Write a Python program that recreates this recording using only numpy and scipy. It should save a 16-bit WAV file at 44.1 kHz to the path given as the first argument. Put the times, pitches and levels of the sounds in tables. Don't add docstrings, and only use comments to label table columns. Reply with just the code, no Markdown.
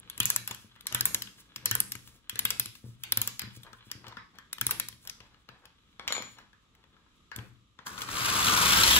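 import sys
import numpy as np
from scipy import signal
from scipy.fft import rfft, irfft
from scipy.io import wavfile
from scipy.ndimage import uniform_filter1d

SR = 44100
rng = np.random.default_rng(int(sys.argv[2]) if len(sys.argv) > 2 else 0)


def file_out(sig):
    cols = np.atleast_2d(sig).T
    lim = np.clip(cols, -1, 1)
    pcm = np.round(lim * 32767).astype(np.int16)
    wavfile.write(sys.argv[1], SR, pcm)


def volts(x):
    e = np.asarray(x, float) / 20
    return 10 ** e


N = 396459


def rms_one(x):
    return x / np.sqrt(np.mean(x ** 2) + 1e-20)


def in_time(rows):
    s, *columns = np.transpose(rows)
    return [np.interp(np.arange(N) / SR, s, column) for column in columns]


def band(x, low_hz, high_hz):
    sos = signal.butter(2, [low_hz, min(high_hz, .45 * SR)], "band", fs=SR, output="sos")
    return signal.sosfilt(sos, x)


def no_bass(x):
    return signal.sosfilt(signal.butter(6, 930, "high", fs=SR, output="sos"), x)


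def drift(rate_hz, size=N):
    knots = rng.standard_normal(1000)
    return np.interp(np.arange(size) * rate_hz / SR, np.arange(1000), knots)


def swell(start_s, end_s, db, rise_db_per_s, fall_db_per_s):
    t = np.arange(0, N, 32)[:, None] / SR
    early_s = np.maximum(start_s - t, 0)
    late_s = np.maximum(t - end_s, 0)
    gain = volts(db - rise_db_per_s * early_s - fall_db_per_s * late_s).sum(axis=1)
    return np.interp(np.arange(N) / SR, t[:, 0], gain)


def grains(per_s, uneven_db, shape):
    sizes = volts(uneven_db * np.minimum(rng.exponential(1, shape), 4)) * rng.choice([-1, 1], shape)
    return sizes * (rng.random(shape) < per_s / SR)


def ring(clicks, hz, t60):
    r, w = volts(-60 / (t60 * SR)), 2 * np.pi * hz / SR
    return signal.lfilter([0, np.sin(w)], [1, -2 * r * np.cos(w), r * r], clicks + 1e-18)


def strike(times, peak_db, modes, uneven_db, chatter_s, tilt_db=0, loudest_hz=None, detune=.05):
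    hz, db, t60 = np.transpose(modes)
    draw = rng.standard_normal((len(times), 2, len(modes)))
    after = np.arange(600)
    fade = (after + 1) ** .5 * np.exp(-after / (chatter_s * SR))
    chatter = rng.choice([-1, 1], (len(times), 600)) * fade / np.sqrt(np.sum(fade ** 2))
    hz = hz * (1 + detune * np.clip(draw[:, 1], -2, 2))
    waves = np.exp(2j * np.pi * hz[..., None] / SR * after)
    reach = np.abs(np.sum(chatter[:, None] * waves, axis=2))
    db = db + uneven_db * np.clip(draw[:, 0], -1, 1)
    db = db + np.reshape(tilt_db, (-1, 1)) * np.log2(hz / 2000)
    if loudest_hz is not None:
        away = np.log2(hz / np.reshape(loudest_hz, (-1, 1))) / 0.2
        db = db + 9 * (np.exp(-away ** 2) - .5)
    gain = volts(np.reshape(peak_db, (-1, 1)) + db) / (reach + 0.65)
    t = np.arange(int(t60.max() * SR) + 1) / SR
    rings = 0
    for k in range(len(modes)):
        decay = np.exp(-np.log(1000) * t / t60[k])
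        rings = rings + gain[:, [k]] * np.sin(2 * np.pi * hz[:, [k]] * t) * decay
    blows = signal.fftconvolve(rings, chatter, axes=1)
    at = (np.asarray(times) * SR).astype(int)[:, None] + np.arange(blows.shape[1])
    return np.bincount(at.ravel(), blows.ravel(), N)[:N]


def place(x, left_db, lag_s=0.00011):
    late = np.interp(np.arange(N) - lag_s * SR, np.arange(N), x)
    return np.array([x * volts(left_db / 2), late * volts(-left_db / 2)])


def scattered(x, width_hz):
    sos = signal.butter(2, width_hz, fs=SR, output="sos")
    return x * rms_one(signal.sosfilt(sos, rng.standard_normal(N)))


# pitch_hz, level_db
QUIET_ROOM = [(15, -42), (25, 12), (83, -4), (257, -9), (790, -29.5), (1240, -12), (1540, -25.5),
              (3730, -17), (4500, -27), (7890, -28), (9270, -57.5), (10900, -29.5), (15000, -63.5)]


def room_tone():
    hz = np.fft.rfftfreq(N, 1 / SR) + 1
    colour_hz, colour_db = np.transpose(QUIET_ROOM)
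    colour = volts(np.interp(np.log(hz), np.log(colour_hz), colour_db))
    mid, side = rfft(rng.standard_normal((2, N)))
    alike = np.clip(.9 - hz / 1800, 0, 1)
    ears = np.sqrt(1 + alike) * mid + np.sqrt(1 - alike) * side * [[1], [-1]]
    return volts(-63 + 1.5 * drift(5.4)) * rms_one(irfft(colour * ears, N))


# pitch_hz, t60_s, level_db
ECHO_BANDS = [(158.6, 0.67, -8), (514, 0.15, -4), (1436, 0.33, -4.5), (3470, 0.41, -13.5),
              (6000, 0.46, -16), (12900, 0.054, -7)]


def room(x):
    t, out = np.arange(SR // 2) / SR, 0
    turn = np.cumsum(np.abs(drift(7))) * 18.0 / SR
    for share in (np.cos(turn), np.sin(turn)):
        echo = 0
        for hz, t60, db in ECHO_BANDS:
            noise = band(rng.standard_normal((2, len(t))), hz / 1.6, hz * 1.75)
            both, apart = noise * volts(-60 * t / t60) * (t > .003)
            ears = both + np.clip(hz / 1500, .35, 1) * apart * [[1], [-1]]
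            echo = echo + volts(db) * ears / np.sqrt(0.014 * SR)
        out = out + signal.fftconvolve(x * share, echo, axes=1)[:, :N]
    return out


# pitch_hz, level_db, t60_s
TABLE_MODES = [(73.3, -24.5, 0.32), (118.5, -2.5, 0.16), (207, -4.5, 0.04), (306, -4.5, 0.019),
               (474, -9, 0.016)]


def table_top(shake, deep_db):
    modes = sum(volts(db) * rms_one(ring(shake, hz, t60)) for hz, db, t60 in TABLE_MODES[1:])
    deepest = rms_one(ring(shake, TABLE_MODES[0][0], t60=0.53))
    wood = modes + volts(-4.0) * rms_one(band(shake, 110, 1400))
    return rms_one(wood) + volts(deep_db) * deepest


# time_s, skin_movement_db, weight_on_table_db
HANDS_MOVING = [(0, -57.5, -55.5), (.7, -61, -62), (1.45, -60, -59), (2.1, -59.5, -59), (2.3, -72, -70),
                (3.0, -69, -78), (3.69, -55, -63), (4.05, -54.5, -55.5), (4.4, -80, -70), (5.2, -73, -65.5),
                (5.92, -65, -71), (6.08, -72, -60.5), (6.25, -47.5, -55), (6.55, -78.5, -71.5),
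                (6.93, -67.5, -61.5), (7.26, -76, -78), (7.45, -59, -51), (7.65, -87, -89)]
# start_s, length_s, level_db
FINGER_STROKES = [(3.652, 0.032, -56), (4.04, 0.1, -60), (5.504, 0.067, -68.5), (5.621, 0.022, -64),
                  (6.013, 0.11, -62), (7.34, 0.075, -62)]
# start_s, length_s, level_db
WRIST_PRESSES = [
    (2.832, 0.027, -60),
    (3.417, 0.24, -71),
    (7.366, 0.058, -54),
]


def hands():
    move_db, weight_db = in_time(HANDS_MOVING)
    first, last = np.reshape([row[0] for row in PAWL_SNAPS], (-1, 4))[:, [0, 3]].T
    rise, fall = 195.5, 151
    grip = swell(first - 0.051, first + 0.051, -56.5, rise, fall)
    lean = swell(first, last, -50, rise, fall)
    s, length_s, db = np.transpose(WRIST_PRESSES)
    lean = lean + swell(s, s + length_s, db, 2001.5, fall)
    sleeve = swell(first + 0.05, last + 0.05, -62.5, 245.5, 59)
    back = last + 0.27
    sleeve = sleeve + swell(back, back + 0.02, -59, 208, 208)

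    slips = grains(350 * volts(3.3 * drift(25)), 5.2, N)
    scrape = sum(volts(db) * ring(slips, hz, t60) for hz, db, t60 in TIN_MODES[:10])
    scrape = rms_one(no_bass(band(scrape, 600, 3800)))
    scrape *= (volts(move_db) + grip) * volts(-8.0)
    hiss = rms_one(band(grains(2500.0, 1.9, N), 2700, 21000))
    hiss *= (volts(move_db - 13.5) + sleeve) * volts(-4.5 + 6.7 * drift(37))
    rumble = table_top(rng.standard_normal(N), deep_db=-10.5)
    rumble *= (volts(weight_db) + lean) * volts(-9.5 + 3.3 * drift(55))

    s, length_s, db = np.transpose(FINGER_STROKES)
    rough = slips + grains(1500.0, 2.5, N)
    drag = sum(ring(rough, hz, 0.11 * t60) for hz, _, t60 in WOOD_MODES[1:6])
    drag = rms_one(band(drag, 380, 2300))
    drag *= swell(s, s + length_s, db, 2001.5, 302)
    skin = place(drag, left_db=2.5) + place(scrape, left_db=1.0)
    return skin + place(hiss, left_db=-0.9) + place(rumble, left_db=6.5)


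# start_s, length_s, level_db
METAL_SLIDES = [(0.28, 0.017, -52), (.325, .02, -61), (0.492, 0.013, -54), (0.914, 0.022, -51),
                (1.02, 0.018, -72), (1.175, 0.023, -64), (3.183, .015, -52), (3.4, 0.022, -61.5),
                (4.047, .05, -57), (4.342, 0.028, -63), (5.05, 0.025, -61.5), (5.205, .04, -63),
                (5.322, 0.045, -72), (5.487, 0.065, -65.5), (5.635, 0.0091, -65.5), (5.995, .05, -60.5),
                (6.076, 0.082, -50.5), (6.372, 0.033, -59.5), (6.635, 0.014, -77), (6.743, .08, -75),
                (6.95, 0.074, -76), (7.097, 0.12, -85), (7.786, .03, -63), (7.863, .03, -59)]


def slides():
    s, length_s, db = np.transpose(METAL_SLIDES)
    fine = grains(2700.0, 3.8, (2, N))
    chatter = 0
    for k, (hz, _, t60) in enumerate(TIN_MODES[:11]):
        chatter = chatter + volts(-1.5 * np.log2(hz / 2000)) * rms_one(ring(fine[k % 2], hz, 0.9 * t60))
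    return place(rms_one(chatter) * swell(s, s + length_s, db, 2001.5, 210), left_db=1.5)


# time_s, knock_peak_db, ring_over_knock_db, tilt_db_per_octave
KEY_BOUNCES = [(5.996, -23, -41, -6), (6.078, -17.5, -9, 7), (6.083, -21, -30, 3.5),
               (6.105, -19.5, -39, -9), (6.124, -20.5, 7, 9), (6.151, -20, -3, -6),
               (6.166, -15.5, -15, -7.5), (6.18, -21, -32, -3.5), (6.203, -42.5, -22, -16.5),
               (6.223, -33, 0.5, 8.5), (6.269, -38, -28, -12.5)]
# pitch_hz, level_db, t60_s
WOOD_MODES = [(235.6, -19, 0.028), (510, -12, 0.021), (933, -12, 0.018), (1194, -3, 0.026),
              (1570, -8, 0.036), (2000, -13, 0.014), (2290, 5, 0.02), (2700, -7, 0.011), (3320, 13, 0.0072),
              (4280, 7.5, 0.011), (5500, 5.5, 0.0032), (6940, -26, 0.00047), (11500, -5, 0.0028)]
# pitch_hz, level_db, t60_s
KEY_MODES = [(7009, -1, .26), (7036, -12, .3), (9620, -28, .12), (11540, -24, .15)]


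def dropped_key():
    s, knock_db, ring_db, tilt_db = np.transpose(KEY_BOUNCES)
    knock = strike(s, knock_db - 12.0, WOOD_MODES, 2.0, .00035, tilt_db)
    flat_s, flat_db = 6.204, -10
    ring_db = knock_db + ring_db - 9.5 - flat_db * (s > flat_s)
    damped = volts(flat_db * np.clip((np.arange(N) / SR - flat_s) / .004, 0, 1))
    steel = strike(s, ring_db, KEY_MODES, uneven_db=1.0, chatter_s=.00001, detune=0)
    return band(knock, 470, 18000) + damped * steel


# time_s, body_peak_db, hardness_db_per_octave, loudest_pitch_hz
KEY_CLINKS = [(0.096, -41, 5, 3400), (0.175, -36.5, -1, 1140), (0.228, -34.5, 4, 1930),
              (0.473, -28, -2.5, 1620), (0.508, -21.5, -13, 1460), (0.544, -48, 7.5, 3260),
              (0.806, -55, 5, 3400), (0.866, -35.5, 7.5, 3580), (0.922, -41, 4.5, 3120),
              (1.218, -32.5, 0.5, 5500), (1.558, -46, 12, 1620), (1.917, -34, 2, 5500),
              (1.95, -27, -13, 2220), (2.072, -42.5, -6, 1240), (2.293, -40.5, 8.5, 3400),
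              (2.655, -43, 7, 3520), (3.033, -33.5, 1, 3400), (3.391, -32.5, 2, 2980),
              (3.415, -30.5, -7, 1690), (4.527, -42, 12, 3600), (4.883, -41.5, 6.5, 5500),
              (5.049, -45, -6, 1620), (5.071, -43, 6.5, 5500), (5.094, -45, 7.5, 5500)]
# time_s, body_peak_db, hardness_db_per_octave, loudest_pitch_hz
FINGER_BUMPS = [(0.758, -38, -10.5, 1360), (0.854, -37, -12.5, 1100), (1.27, -33, -8, 2980),
                (2.354, -27.5, -4, 1690), (2.75, -37, -4, 1300), (3.63, -59.5, 7.5, 3550),
                (3.663, -39.5, -13, 1577), (3.728, -32.5, -7.5, 1350), (3.912, -30.5, 1.5, 1770),
                (4.04, -39, -20, 1240), (4.065, -31.5, -11, 1350), (4.079, -44.5, 0.5, 1370),
                (4.121, -34, -16, 1090), (4.167, -27.5, -14, 1370), (4.353, -46.5, -8.5, 3660),
                (4.383, -35.5, -4.5, 1690), (4.58, -32, -5, 1690), (4.689, -34.5, -24.5, 1310),
                (4.924, -42.5, -5.5, 3400), (5.201, -34.5, -10.5, 3240), (5.341, -45, -11, 1000),
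                (5.486, -31, -12, 1620), (5.533, -56, -17, 1560), (5.652, -38.5, -5, 1190),
                (5.993, -34.5, -17.5, 1200), (6.383, -34, -10.5, 1160), (6.528, -45, -11, 1840),
                (6.748, -56, -3, 1314), (6.837, -45.5, -12, 1246), (6.963, -54, -14, 1295),
                (7.06, -51.5, -22, 1150)]
# time_s, body_peak_db, hardness_db_per_octave, loudest_pitch_hz
SLACK_KNOCKS = [(7.313, -28.5, -13, 1620), (7.359, -43, 7.5, 1620), (7.385, -25.5, -13, 1620),
                (7.787, -31.5, -16, 1620), (7.866, -21, -11.5, 1050), (7.976, -24, -10, 1190),
                (8.004, -33, -1, 1240), (8.015, -25.5, -1, 3640), (8.085, -21.5, -12, 1200)]


def taps():
    # rows, bright crack over body (dB), crack gained per dB of hardness, wood over body (dB)
    kinds = [(KEY_CLINKS, 11.5, 0.89, -29),
             (FINGER_BUMPS, 6, 2.2, -24),
             (SLACK_KNOCKS, 0.5, 2.2, -26)]
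    return sorted((s, db, crack_db + slope * tilt, wood_db - 0.44 * tilt, tilt, hz)
                  for rows, crack_db, slope, wood_db in kinds for s, db, tilt, hz in rows)


# time_s, snap_peak_db, tin_over_snap_db, table_over_snap_db
PAWL_SNAPS = [(0.199, -2.5, -25, -48.5), (0.2523, -2, -40, -35), (0.2989, -2.5, -25, -45.5),
              (0.3589, -1.5, -34, -41), (0.9438, -4, -23, -22.5), (1.0058, -1.5, -26.5, -36.5),
              (1.0521, 0, -32, -34), (1.1427, -1.5, -24.5, -32), (1.6543, -2, -22.5, -48),
              (1.709, -4, -19, -25), (1.749, -4.5, -22.5, -30), (1.7997, -2.5, -26.5, -34),
              (2.3885, -6, -20.5, -36.5), (2.4488, -4, -16.5, -53.5), (2.5016, -7, -22, -51.5),
              (2.5943, -4.5, -24.5, -30.5), (3.1186, -4, -19, -47), (3.1696, -6, -20, -23.5),
              (3.213, -6.5, -22.5, -27), (3.272, -8, -20, -42), (4.6088, -10, -13.5, -28),
              (4.6637, -7.5, -29, -20.5), (4.7063, -9.5, -20.5, -56), (4.7954, -10.5, -19.5, -53)]
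# time_s, peak_db
TABLE_THUMPS = [(0.204, -28), (0.508, -31.5), (0.645, -40.5), (0.922, -36), (1.016, -47), (1.565, -43.5),
                (1.664, -36.5), (1.952, -37.5), (2.329, -40), (2.4, -39), (2.449, -33), (2.659, -39.5),
                (2.841, -33.5), (2.864, -37.5), (2.89, -43), (2.928, -51), (3.133, -41.5), (3.42, -37),
                (3.438, -33.5), (3.474, -38.5), (3.571, -36), (3.869, -43), (3.952, -40.5), (3.976, -41),
                (4.077, -39), (4.624, -38), (4.706, -45), (4.929, -43), (5.204, -45.5), (5.493, -46),
                (7.361, -41.5), (7.382, -32)]
# pitch_hz, level_db, t60_s
PAWL_MODES = [(6520, -11.5, 0.0023), (7220, 0, 0.0087), (7970, 4, 0.0074), (9050, -8.5, .002),
              (11200, 0, 0.0022), (11940, 5.5, 0.0031), (12110, 11, 0.0061), (13200, 0.5, .002),
              (14460, 8, 0.0032), (15900, -12.5, .002)]
# pitch_hz, level_db, t60_s
TIN_MODES = [(985, -14, 0.013), (1230, -19.5, 0.006), (1330, -17, 0.027), (1666, -11.5, 0.028),
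             (1834, -8, 0.005), (2220, -19.5, 0.0033), (2514, 0, 0.0039), (3024, -0.5, 0.013),
             (3400, 3, 0.02), (3970, 2, 0.014), (4223, 0, 0.0078), (4834, -5, 0.0077), (5430, 9.5, 0.0029)]
FREE_PANELS = [(3400, 6700, 1700, 3600), (2980, 1800, 3770, 1550), (1690, 1690, 1690, 4900),
               (2860, 9500, 4900, 4700), (1770, 3300, 2500, 1300), (1620, 3300, 2500, 4100)]


def winding():
    s, snap_db, tin_db, table_db = np.transpose(PAWL_SNAPS)
    tap_s, tap_db, bright_db, dull_db, tilt_db, tap_hz = np.transpose(taps())
    thump_s, thump_db = np.transpose(TABLE_THUMPS)
    pawl_s, shell_s, instant_s = .00035, .0016, .00001

    tighter = 2.5 * s
    snaps = strike(s + 0.0032, snap_db - 15 - 2 * tighter, PAWL_MODES, 2.0, pawl_s, tighter, detune=0.031)
    snaps += volts(-14.5) * np.roll(snaps, int(.002 * SR))
    snaps += strike(tap_s + 0.0026, tap_db + bright_db - 9.5, PAWL_MODES, 2.0, chatter_s=.0012)

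    shell = strike(s + 0.0047, snap_db + tin_db - 1, TIN_MODES, 7.0, shell_s, loudest_hz=FREE_PANELS)
    shell += strike(tap_s + 0.0022, tap_db - 2.0, TIN_MODES, 6.0, shell_s, tilt_db, loudest_hz=tap_hz)
    shell = no_bass(band(band(shell, 820, 7900), 820, 9500))

    table = strike(s + 0.0026, snap_db + table_db - 0.5, TABLE_MODES, 4.5, instant_s, detune=0.018)
    table += strike(thump_s, thump_db + 0.5, TABLE_MODES, 3.0, instant_s, detune=0.029)
    table += strike(tap_s + 0.0032, tap_db + dull_db + 18.0, WOOD_MODES[:2], 8.5, instant_s)
    soft = band(table, 75, 420)
    axle = strike(s + 0.00395, snap_db + tin_db - 11, WOOD_MODES[:3], 10.5, pawl_s)
    return no_bass(snaps), shell, soft + band(axle, 160, 950)


def rattle(level_db, centre_hz, octaves, per_s, cycles, uneven_db, left_db, count=16):
    start = int(RUNNING[0][0] * SR)
    shape = (2, N - start)
    beat = 1 + .5 * np.sin(2 * np.pi * 76 * np.arange(shape[1]) / SR)
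    hits = grains(per_s * beat, uneven_db, shape)
    dealt = rng.integers(0, count, shape)
    offsets = np.linspace(-1, 1, count)
    pitches = np.minimum(centre_hz * 2 ** (octaves * offsets), .4 * SR)
    rings = 0
    for k, (offset, hz) in enumerate(zip(offsets, pitches)):
        rings = rings + volts(-9 * offset ** 2) * rms_one(ring(hits * (dealt == k), hz, cycles / hz))
    engine, coaches = np.pad(rms_one(rings), ((0, 0), (start, 0))) * volts(level_db)
    return place(engine, left_db, lag_s=0.000273) + 0.9 * place(coaches, left_db, lag_s=-0.00006)


# time_s, level_db
RUNNING = [
    (7.85, -82),
    (7.9, -56.5),
    (8.06, -55),
    (8.135, -41.5),
    (8.25, -35.5),
    (8.46, -31),
    (8.63, -30),
    (8.78, -28),
    (8.99, -27),
]
# time_s, buzz_over_running_db
ENGINE_BUZZ = [(7.85, 1), (8.2, -4.5), (8.36, -1.5), (8.45, -4), (8.58, -2.5), (8.68, -8), (8.77, -5),
               (8.85, -12), (8.99, -14)]
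# time_s, peak_db
GEAR_JERKS = [
    (7.864, -44),
    (7.989, -49),
    (8.02, -49),
]
# time_s, peak_db, loudest_pitch_hz
RAIL_JOINTS = [(8.135, -29, 1240), (8.165, -28, 1310), (8.214, -16, 1140), (8.2556, -17, 2980),
               (8.426, -14, 3680), (8.466, -9.5, 4230), (8.482, -16, 3400), (8.5091, -14.5, 2400),
               (8.572, -7, 1180), (8.6581, -7, 1220), (8.704, -11, 3260), (8.7284, -7, 3260),
               (8.768, -5, 1240), (8.8063, -10.5, 3260), (8.8332, -4, 4380), (8.8721, -13, 3270),
               (8.908, -4, 3400), (8.935, -16, 3260), (8.962, -2, 3400)]


def train():
    t = np.arange(N) / SR
    run_db, = in_time(RUNNING)
    jerk_s, jerk_db = np.transpose(GEAR_JERKS)
    since_engine_s = t - 8.68
    shake_db = 2.0 * drift(70)
    gear_db = 20 * np.log10(volts(run_db) + swell(jerk_s, jerk_s, jerk_db, 2500, 361.5))
    shell_db = gear_db + in_time(ENGINE_BUZZ)[0]
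    wheel_db = run_db - 4 - 3.5 * since_engine_s
    rail_db = run_db - 13 + 22.5 * since_engine_s

    shell = rattle(shell_db + shake_db, 1258, octaves=0.452, per_s=1200.0, cycles=90.0, uneven_db=4.5, left_db=3.5)
    wheels = rattle(wheel_db + shake_db, 3280, octaves=0.944, per_s=2500.0, cycles=21.0, uneven_db=-2.5, left_db=4.5)
    gears = rattle(gear_db + shake_db, 8000, octaves=1.1, per_s=6400.0, cycles=15.0, uneven_db=2.0,
                   left_db=-1.7, count=12)
    rails = rattle(rail_db + shake_db, 3300, octaves=0.17, per_s=1800.0, cycles=120.0, uneven_db=10.0,
                   left_db=5.0, count=6)

    s, joint_db, joint_hz = np.transpose(RAIL_JOINTS)
    joints = no_bass(strike(s, joint_db - 7.0, TIN_MODES + PAWL_MODES, uneven_db=1.0, chatter_s=0.0045,
                            tilt_db=-2.5, loudest_hz=joint_hz))
    deep_db = np.maximum(-17, -88 * np.maximum(8.78 - t, 0))
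    moving = np.clip((t - RUNNING[0][0]) / 0.0064, 0, 1)
    rumble_db = -40 + 0.48 * (run_db + 29.0)
    rumble = table_top(rng.standard_normal(N), deep_db) * moving * volts(rumble_db + 0.5)
    below = place(joints, left_db=2.5, lag_s=0.00023) + place(rumble, left_db=6.5)
    return rails + shell + wheels + gears + below


def scene():
    snaps, shell, table = winding()
    tin = place(snaps, left_db=-1.0) + place(shell, left_db=8.5)
    far = scattered(snaps, 1500) * volts(-2.5) + no_bass(scattered(shell, 350)) * volts(1.0)
    rest = place(table, left_db=4.0) + place(dropped_key(), left_db=4.0) + train() + hands() + slides()
    return tin + rest + room(rest + far) + room_tone()


def low_pass(x):
    return signal.sosfilt(signal.butter(12, 17110, fs=SR, output="sos"), x)


# low_hz, high_hz
THIN_BANDS = [(8650, 9650), (12930, 14000), (15620, 22500)]


def record(dry):
    dry = signal.sosfilt(signal.butter(4, 45, "high", fs=SR, output="sos"), dry)
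    hz = np.fft.rfftfreq(N, 1 / SR)
    inside = sum(np.clip(np.minimum(hz - low, high - hz) / 220, 0, 1) for low, high in THIN_BANDS)
    starved = irfft(rfft(dry) * np.sin(np.pi / 2 * inside) ** 2, N)
    power = np.diff(dry, prepend=0).var(axis=0) + np.diff(dry[0], prepend=0) ** 2
    attack = uniform_filter1d(power, size=200) > 4 * uniform_filter1d(power, size=3000)
    kept = uniform_filter1d(attack * 1., size=128)
    ceiling = .95
    dry = ceiling * np.tanh((dry - starved * (1 - 0.29 * kept)) / ceiling)
    mix = signal.sosfiltfilt(signal.cheby2(10, 40, 17400, fs=SR, output="sos"), dry)
    return low_pass(mix)


dry = scene()
out = record(dry)
file_out(out)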